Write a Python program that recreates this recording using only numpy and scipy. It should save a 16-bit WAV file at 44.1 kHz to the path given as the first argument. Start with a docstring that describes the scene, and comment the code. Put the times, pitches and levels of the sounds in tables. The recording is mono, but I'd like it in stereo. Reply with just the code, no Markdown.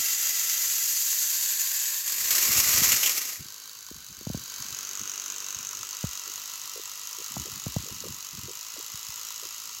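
"""On a carpeted floor, two battery toy trains climb a plastic spiral track, followed by a hand-held
microphone. The red one whirs close by as gear teeth excite its shell, then clatters over the joints of
a hollow ramp and away. The yellow one labours uphill, a gear snapping some fifty times a second.
Fingers knock, creak and rub on the microphone's case, which conducts the vibration to its two ports."""
import sys
import numpy as np
from scipy import signal
from scipy.fft import rfft, irfft, next_fast_len
from scipy.io import wavfile
from scipy.ndimage import uniform_filter1d

SR = 44100
rng = np.random.default_rng(int(sys.argv[2]) if len(sys.argv) > 2 else 0)


def pcm_store(signal):
    """Save signal as 16-bit PCM."""
    levels = np.round(np.clip(np.atleast_2d(signal), -1, 1) * 32767)
    wavfile.write(sys.argv[1], SR, levels.astype(np.int16).T)


N = 432180
TIME = np.arange(N) / SR
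SIZE = next_fast_len(N + SR // 4, True)
HZ = np.maximum(np.arange(SIZE // 2 + 1) * SR / SIZE, 1)
SIDES = np.array([[1], [-1]])   # left, right


def red_train():
    """Forced vibration: gear rattle and wheel impacts drive the modes of the shell and the hollow ramp."""
    # wheels striking track joints: t/s, level re rattle/dB, level of the hollow ring/dB
    clacks = [(2.0773, 11.5, -56), (2.1213, 8, -45), (2.3065, 12, -40), (2.426, 8, -40), (2.6, 10.5, -35),
              (2.805, 4, -31), (2.919, 11, -12.5), (2.962, 7, -23), (3.0314, 10, -13), (3.0602, 9, -12),
              (3.094, 14, -36), (3.1727, 11, -34)]
    # spectral envelopes of the shell, the ramp and the ramp's drumming: f/Hz, level/dB
    shell_colour = [(300, -37), (850, -25), (1100, -26), (1700, -16.5), (3500, -12.5), (4700, -10.5),
                    (5500, -11.5), (7000, -1.5), (7900, -7.5), (8900, -23), (10000, -23), (11400, -15.5),
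                    (13300, -12.5), (16000, -22.5)]
    ramp_colour = [(300, -23), (850, -18), (1100, -12.5), (1700, -8.5), (2200, -3), (3700, -10.5),
                   (5000, -8.5), (6800, -3.5), (7900, -9), (9000, -23.5), (10000, -18.5), (11200, -13),
                   (13200, -8.5), (16000, -20)]
    drum_colour = [(25, -49), (60, -19), (200, -4), (420, -1), (650, -2), (900, -0.5), (1400, -16)]
    # resonances on the climb, the crest and the ramp: f/Hz, bandwidth/Hz, gain/dB
    climb_modes = [(1104, 50, 7), (1350, 110, 9), (2000, 120, 9), (2770, 150, 7.5), (3270, 100, 4.5),
                   (4900, 390, 5.5), (5970, 850, 5.5)]
    crest_modes = [(1085, 81, 13), (1710, 400, 9), (2600, 400, 6), (3120, 210, 3), (4600, 340, 3),
                   (6100, 310, 2.5), (7600, 400, -1)]
    ramp_modes = [(1053, 98, 5), (1230, 55, 6.6), (1950, 68, 3.7), (2390, 40, 2.1), (2790, 160, 4.5),
                  (3200, 29, 2.9), (5400, 160, 1.5)]
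    # level of the gears' rasp as the train turns and the microphone follows: t/s, level/dB
    levels = [(0, -28.5), (.35, -29), (1.15, -28), (1.85, -30), (2.06, -33), (2.36, -25), (2.85, -23),
              (3.06, -26), (3.45, -42.5)]
    # direction of the train: t/s, left-right level/dB
    pan = [(0, 1), (1.0, 1), (2.2, -1.5), (3.3, 2)]
    crest, downhill = ramp_up(.5, 1.5), ramp_up(2.0, 2.5)
    level_db = in_time(levels)
    # the low band fades over the crest and booms on the hollow ramp
    body_db = -10.5 - 4 * ramp_up(0.47, 0.99) + 6 * ramp_up(1.1, 2.6)
    gears = np.sqrt(2.26 + 0.49 * teeth(per_s=390, spread_db=2.0, ring_s=.0011) ** 2)
    flutter_db = 0.48 * np.sin(2 * np.pi * 49 * TIME) + (0.84 + 0.67 * downhill) * drift(70)
    gears *= from_db(flutter_db)
    joint_s, clack_db, ring_db = np.transpose(clacks)
    impacts = clicks_at(joint_s, from_db(clack_db)) + ribs(per_s=16, level_db=5, spread_db=4)
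    force = stereo_noise() * np.hypot(gears, decay(impacts, 0.009))
    shell = filtered(force * (1 - crest), body(shell_colour, climb_modes))
    shell += filtered(force * crest * (1 - downhill), body(shell_colour, crest_modes))
    track = filtered(force * downhill, body(ramp_colour, ramp_modes))
    # the joints ring with a hollow note, most of all near the foot of the ramp
    blows = decay(clicks_at(joint_s, from_db(ring_db)), 0.013)
    joint_colour = [(1400, -34), (2100, -12), (2900, 0), (3400, -4), (4200, -28)]   # f/Hz, level/dB
    joints = filtered(stereo_noise() * blows, body(joint_colour, ramp_modes))
    drum = filtered(force, body(drum_colour))
    drum *= from_db(level_db + body_db - 24 + 5 * downhill) / band_rms(drum, 300, 1200, span_s=0.46)
    engine = radiate(scatter(shell + track, strength=0.21), level_db, body_db, fizz_db=-2, pan=pan)
    return (engine + joints + drum) * (1 - ramp_up(3.33, 3.48))


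def teeth(per_s, spread_db, ring_s):
    """Shot noise: random tooth impacts of uneven size add up to an envelope of rms 1."""
    hits = rng.random(N) < per_s / SR
    sizes = from_db(spread_db * np.minimum(rng.exponential(1, N), 4))
    envelope = decay(hits * sizes, ring_s)
    return envelope / np.sqrt(np.mean(envelope ** 2))


def ribs(per_s, level_db, spread_db):
    """A Poisson process: on the way down the wheels strike the ramp's ribs by chance."""
    hits = rng.random(N) < per_s / SR * ramp_up(1.8, 2.1)
    return hits * from_db(level_db + spread_db * rng.standard_normal(N))


def yellow_train():
    """Impulse excitation: a snapping gear rings the shell over the steady whir of the other teeth."""
    # spectral envelope of the shell: f/Hz, level/dB
    shell_colour = [(150, -22.5), (450, -18), (820, -21.5), (1050, -12.5), (1750, -13), (2400, -14),
                    (3500, -13), (5000, -9), (6600, -2.5), (7600, -8), (8800, -22.5), (9800, -28.5),
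                    (11400, -21.5), (16000, -22.5)]
    # resonances far off, on the tight loop and on the climb: f/Hz, bandwidth/Hz, gain/dB
    far_modes = [(1330, 51, 1.5), (1546, 73, 11), (3100, 380, 7.8), (3990, 240, 12), (4540, 470, 11.5),
                 (6170, 1100, 5.8)]
    loop_modes = [(388, 130, 5.6), (1020, 58, 4.2), (1295, 75, 7.8), (1460, 170, 7.7), (2810, 580, 9.8),
                  (3820, 200, 6.9), (5830, 240, 3.3), (6100, 130, 1.7)]
    climb_modes = [(993, 53, 10.4), (1310, 300, 13.1), (2020, 130, 12), (2800, 600, 16.3), (3840, 150, 8.2),
                   (4800, 150, 1.9), (6660, 180, 2.2)]
    # level of the gears' rasp at the microphone: t/s, level/dB
    levels = [(3.45, -44), (4.15, -46.5), (4.62, -38.5), (5.1, -37.5), (6.1, -38.5), (6.95, -40.5),
              (7.3, -39), (8.36, -42), (9.25, -39.5), (9.8, -41.5)]
    # direction of the train: t/s, left-right level/dB
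    pan = [(3.6, -2.5), (4.4, -0.5), (5.1, 1), (6.2, 0), (9.8, 1)]
    near, climb = ramp_up(4.45, 5.05), ramp_up(5.6, 6.5)
    loop = near * (1 - climb)
    snaps, rebounds = gear_snaps()
    burst = uniform_filter1d(decay(snaps + rebounds, .0013), size=28)
    whir = from_db(.8 * drift(400)) * stereo_noise()
    # the snap is bright; the shell's low modes answer it and ring on: f/Hz, level/dB
    bright = body([(900, -19), (2800, -6.5), (4500, 3.0), (6500, 5), (9000, 5.5), (14000, 4.5)])
    hollow = body([(500, -23.0), (1000, 6.5), (1500, -6.0), (2300, -13), (6000, -50)])
    force = whir + from_db(15.5) * filtered(np.tanh(stereo_noise()) * burst, bright)
    force += from_db(16.5) * filtered(stereo_noise() * decay(rebounds, 0.0019), hollow)
    # on the tight loop every snap also pings one stiff mode of the shell
    age = np.arange(400) / SR
    ping = np.sin(2 * np.pi * 6400 * age) * np.exp(-age / 0.00055)
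    force += from_db(21.5) * signal.fftconvolve(snaps * loop, ping)[:N]
    stretches = [(1 - near, far_modes), (loop, loop_modes), (climb, climb_modes)]
    shell = sum(filtered(force * share, body(shell_colour, modes)) for share, modes in stretches)
    scattered = scatter(shell, strength=0.17)
    engine = radiate(scattered, in_time(levels), body_db=-8.5, fizz_db=-6 - 3.5 * loop, pan=pan)
    return engine * ramp_up(3.33, 3.45)


def gear_snaps(in_phase_s=3.4063, rebound_s=.0014):
    """Quasi-periodic impacts: once a turn the gear snaps, then rebounds more weakly."""
    # rotation frequency, sagging and recovering with the load: t/s, f/Hz
    rotation = [(3.398, 50.79), (3.723, 53.45), (4.095, 48.36), (4.851, 48.44), (5.032, 48.91),
                (5.615, 48.75), (5.924, 51.04), (6.145, 47.17), (6.342, 50.43), (6.923, 49.95),
                (7.13, 53.19), (7.765, 47.79), (7.908, 50.89), (8.379, 47.59), (8.774, 57.05),
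                (8.914, 53.47), (9.147, 54.81), (9.8, 53.6)]
    turns = np.cumsum(in_time(rotation)) / SR
    turns -= np.interp(in_phase_s, TIME, turns)
    snap_s = TIME[1:][np.diff(np.floor(turns)) > 0]
    snap_late, snap_size, rebound_late, rebound_size = rng.standard_normal((len(snap_s), 4)).T
    snap_s += .00012 * snap_late
    snaps = clicks_at(snap_s, from_db(1.6 * snap_size))
    rebounds = clicks_at(snap_s + rebound_s + .00033 * rebound_late, from_db(-8.5 + 2.2 * rebound_size))
    return snaps, rebounds


def radiate(x, level_db, body_db, fizz_db, pan):
    """Superposition: low shell body and top fizz, set relative to the gears' rasp, follow its level."""
    below = 1 / (1 + (HZ / 3700) ** 12)
    above = 1 - 1 / (1 + (HZ / 9300) ** 20)
    rasp = 1 - below - above
    bands = [(below, body_db, 900, 3600), (rasp, 0, 4000, 8500), (above, fizz_db, 10000, 16000)]
    out = sum(filtered(x, response) * from_db(db) / band_rms(x, low_hz, high_hz, span_s=.2)
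              for response, db, low_hz, high_hz in bands)
    return out * from_db(level_db + SIDES * in_time(pan) / 2)


def scatter(x, strength, count=5):
    """Scattering: nearby toys and track return short echoes whose paths change as the train moves."""
    out = np.array([np.roll(x[0], 4), x[1]])   # the left port hears 4 samples later
    treble = filtered(out, HZ ** 2 / (HZ ** 2 + 1800 ** 2))   # small things reflect only short waves
    for k, path_s in enumerate(np.geomspace(.002, .011, count)):
        delay = path_s * rng.uniform(.85, 1.15) + .00012 * drift(2)
        for side in range(2):
            echo = np.interp(TIME - delay - .00005 * rng.normal(), TIME, treble[side])
            out[side] += strength * (-1) ** k * echo
    return out


def handling(lag_s=0.00071, pan_db=-0.4):
    """Structure-borne sound: the case carries finger noise; its slow shake reaches the left port later."""
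    cracks, shake = knocks()
    shake = shake + rubbing()
    delayed = np.interp(TIME - lag_s, TIME, shake)
    ports = np.array([delayed, shake]) * from_db(SIDES * pan_db / 2)
    return ports + cracks + creaks()


def knocks():
    """Impact response: each knock gives a crack, then a thud and a low wobble that shake the case."""
    # finger knocks: t/s, thud peak level/dB, thud f/Hz, crack level re thud/dB
    taps = [(2.816, -26, 140, -20), (3.911, -31, 277, -20), (4.209, -34.5, 316, -16),
            (4.268, -22, 152, -9.5), (4.299, -22, 157, -9.5), (4.345, -21, 160, -9.5),
            (4.37, -34, 217, -17), (6.039, -18.5, 131, -10), (7.366, -25.5, 178, -1), (7.664, -22, 134, -9),
            (7.763, -16.5, 123, -8), (8.381, -41.5, 130, -23), (8.94, -39, 100, -23),
            (9.088, -42.5, 93, -26)]
    cracks, shake = np.zeros((2, N + SR))
    wobble = from_db(-20) * damped_swing(hz=67, spread=0.15, samples=8000)
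    for s, db, hz, crack_db in taps:
        crack_hz = 800 * from_db(0.4 * crack_db)   # a sharper knock cracks higher
        crack = from_db(crack_db) * damped_swing(crack_hz, spread=0.31)
        thud = damped_swing(hz, spread=0.55)
        for out, lag_s, swing in ((cracks, .00086, crack), (shake, .0021, thud), (shake, .0041, wobble)):
            i = int((s + lag_s) * SR)
            out[i:i + len(swing)] += from_db(db) * swing
    return cracks[:N], shake[:N]


def creaks(slips=3, spacing_s=.014, jitter_s=.00305, loss_db=0.5, slip_hz=413):
    """Stick-slip motion: a creak is a few uneven slips, each a little weaker and at its own pitch."""
    # the case creaking in the grip: t/s, peak level/dB
    onsets = [(6.268, -48), (6.759, -37.5), (7.186, -43), (7.454, -40.5), (7.861, -43), (8.045, -35),
              (8.481, -38.5), (8.766, -42), (9.424, -44.5)]
    out = np.zeros(N)
    for s, db in onsets:
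        for k, (late, pitch) in enumerate(rng.standard_normal((slips, 2))):
            slip = damped_swing(slip_hz * from_db(1.04 * pitch), spread=0.17, samples=3000)
            i = int((s + k * spacing_s + jitter_s * late) * SR)
            out[i:i + len(slip)] += from_db(db - loss_db * k) * slip
    return out


def rubbing(attack_s=0.0074, release_s=0.027, resting_db=-75):
    """Friction noise: skin sticks and lets go on the case, so each shift of grip comes in lumps."""
    # shifts of grip: t/s, duration/s, level/dB
    grips = [(2.16, 0.34, -64), (2.46, 0.49, -44.5), (3.372, 0.08, -50.5), (3.95, 0.49, -56.5),
             (4.585, 0.14, -54.5), (4.986, .05, -47), (5.553, 0.34, -59.5), (7.3, .53, -47),
             (7.905, 0.24, -48), (8.318, 0.15, -48)]
    # spectral envelope of the rubbing: f/Hz, level/dB
    colour = [(20, -33), (35, -23), (55, -4), (130, -0.5), (220, -6), (350, -11), (600, -32), (1500, -40)]
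    pressure = from_db(resting_db) * ramp_up(2.0, 2.6)
    for s, length_s, db in grips:
        release = np.exp(-np.maximum(TIME - s - length_s, 0) / release_s)
        pressure += from_db(db) * ramp_up(s, s + attack_s) * release
    lumpy_noise = rng.standard_normal(N) * from_db(7.9 * np.clip(drift(55), -2, 1.3))
    rub = filtered(lumpy_noise, body(colour))
    return pressure * rub / rub.std()


def room_tone(level_db=-70.5):
    """Stationary noise: the quiet room is a faint, mostly low rumble."""
    # spectral envelope of the room's noise: f/Hz, level/dB
    colour = [(20, -32), (35, -15), (55, 3), (150, -12), (400, -11), (900, -32), (4000, -24)]
    room = filtered(stereo_noise(), body(colour))
    return from_db(level_db) * room / room.std()


def stereo_noise():
    """Partial coherence: noise is alike at both ports in the bass and nearly unrelated in the treble."""
    # likeness of the two ports: f/Hz, correlation coefficient
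    likeness = [(200, 0.65), (700, 0.75), (1300, 0.67), (2500, 0.5), (5000, 0.12), (9000, 0.12),
                (15000, 0.076)]
    alike = at_hz(likeness)
    mid, side = filtered(rng.standard_normal((2, N)), np.sqrt([1 + alike, 1 - alike]))
    return mid + side * SIDES


def body(colour, modes=()):
    """Modal response: a broad spectral envelope times a set of resonance peaks."""
    cepstrum = irfft(np.log(from_db(at_hz(colour))), SIZE)
    # folding the cepstrum gives minimum phase: nothing sounds before its cause
    cepstrum[1:SIZE // 2] *= 2
    cepstrum[SIZE // 2 + 1:] = 0
    peaks = sum((from_db(db) - 1) / (1 + 2j * (HZ - hz) / width) for hz, width, db in modes)
    return np.exp(rfft(cepstrum)) * (1 + peaks)


def damped_swing(hz, spread, samples=4000):
    """Impulse response of a wide resonance, which dies within a few cycles; peak 1."""
    sos = signal.butter(2, [hz / (1 + spread), hz * (1 + spread)], "band", fs=SR, output="sos")
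    swing = signal.sosfilt(sos, signal.unit_impulse(samples))
    return swing / np.abs(swing).max()


def decay(clicks, seconds):
    """Exponential decay after each click, with the given time constant."""
    return signal.lfilter([1], [1, -np.exp(-1 / (seconds * SR))], clicks + 1e-18)


def clicks_at(times, sizes):
    """An impulse train."""
    return np.bincount(np.clip(np.asarray(times) * SR, 0, N - 1).astype(int), sizes, N)


def drift(per_s):
    """Continuous random fluctuation with standard deviation 1."""
    knots = np.arange(int(N / SR * per_s) + 2)
    return np.interp(TIME * per_s, knots, rng.standard_normal(len(knots))) * np.sqrt(3 / 2)


def band_rms(x, low_hz, high_hz, span_s):
    """Running rms of one band of the two sides' mean."""
    band = filtered(x.mean(axis=0), (HZ > low_hz) & (HZ < high_hz))
    return np.sqrt(uniform_filter1d(band ** 2, int(span_s * SR)) + 1e-14)


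def filtered(x, response):
    """Linear filtering: the spectrum times a frequency response."""
    return irfft(rfft(x, SIZE) * response, SIZE)[..., :N]


def ramp_up(start_s, end_s):
    """Linear rise from 0 to 1, lasting at least 10 ms."""
    return np.clip((TIME - start_s) / max(end_s - start_s, .01), 0, 1)


def in_time(points):
    """Linear interpolation of a curve at every sample."""
    return np.interp(TIME, *np.transpose(points))


def at_hz(points):
    """Interpolation of a curve on a logarithmic frequency axis."""
    hz, value = np.transpose(points)
    return np.interp(np.log(HZ), np.log(hz), value)


def from_db(db):
    """Level to amplitude ratio."""
    return 10 ** (np.asarray(db) / 20)


def scene():
    """Superposition of both trains, the hand and the quiet room."""
    return red_train() + yellow_train() + handling() + room_tone()


def record(dry, low_hz=38, high_hz=16000):
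    """Transduction: each port colours the sound, saturation rounds the peaks, and the band is limited."""
    # unequal sensitivity of the two ports: f/Hz, left-right level/dB
    imbalance = [(400, 3), (1400, 3), (2200, 2), (3300, 4.5), (5000, 1), (6600, 7.5), (7150, 4),
                 (7900, -11.5), (9400, 4.5), (10700, -5.5), (12300, 0.5), (13900, -13), (15300, 0.5)]
    ports = from_db(SIDES * at_hz(imbalance) / 2)
    ports /= np.sqrt(np.mean(ports ** 2, axis=0))
    rounded = .8 * np.tanh(filtered(dry, ports) / .8)
    trimmed = signal.sosfilt(signal.butter(2, low_hz, "high", fs=SR, output="sos"), rounded)
    return filtered(trimmed, 1 / np.sqrt(1 + (HZ / high_hz) ** 600))


dry = scene()
out = record(dry)
pcm_store(out)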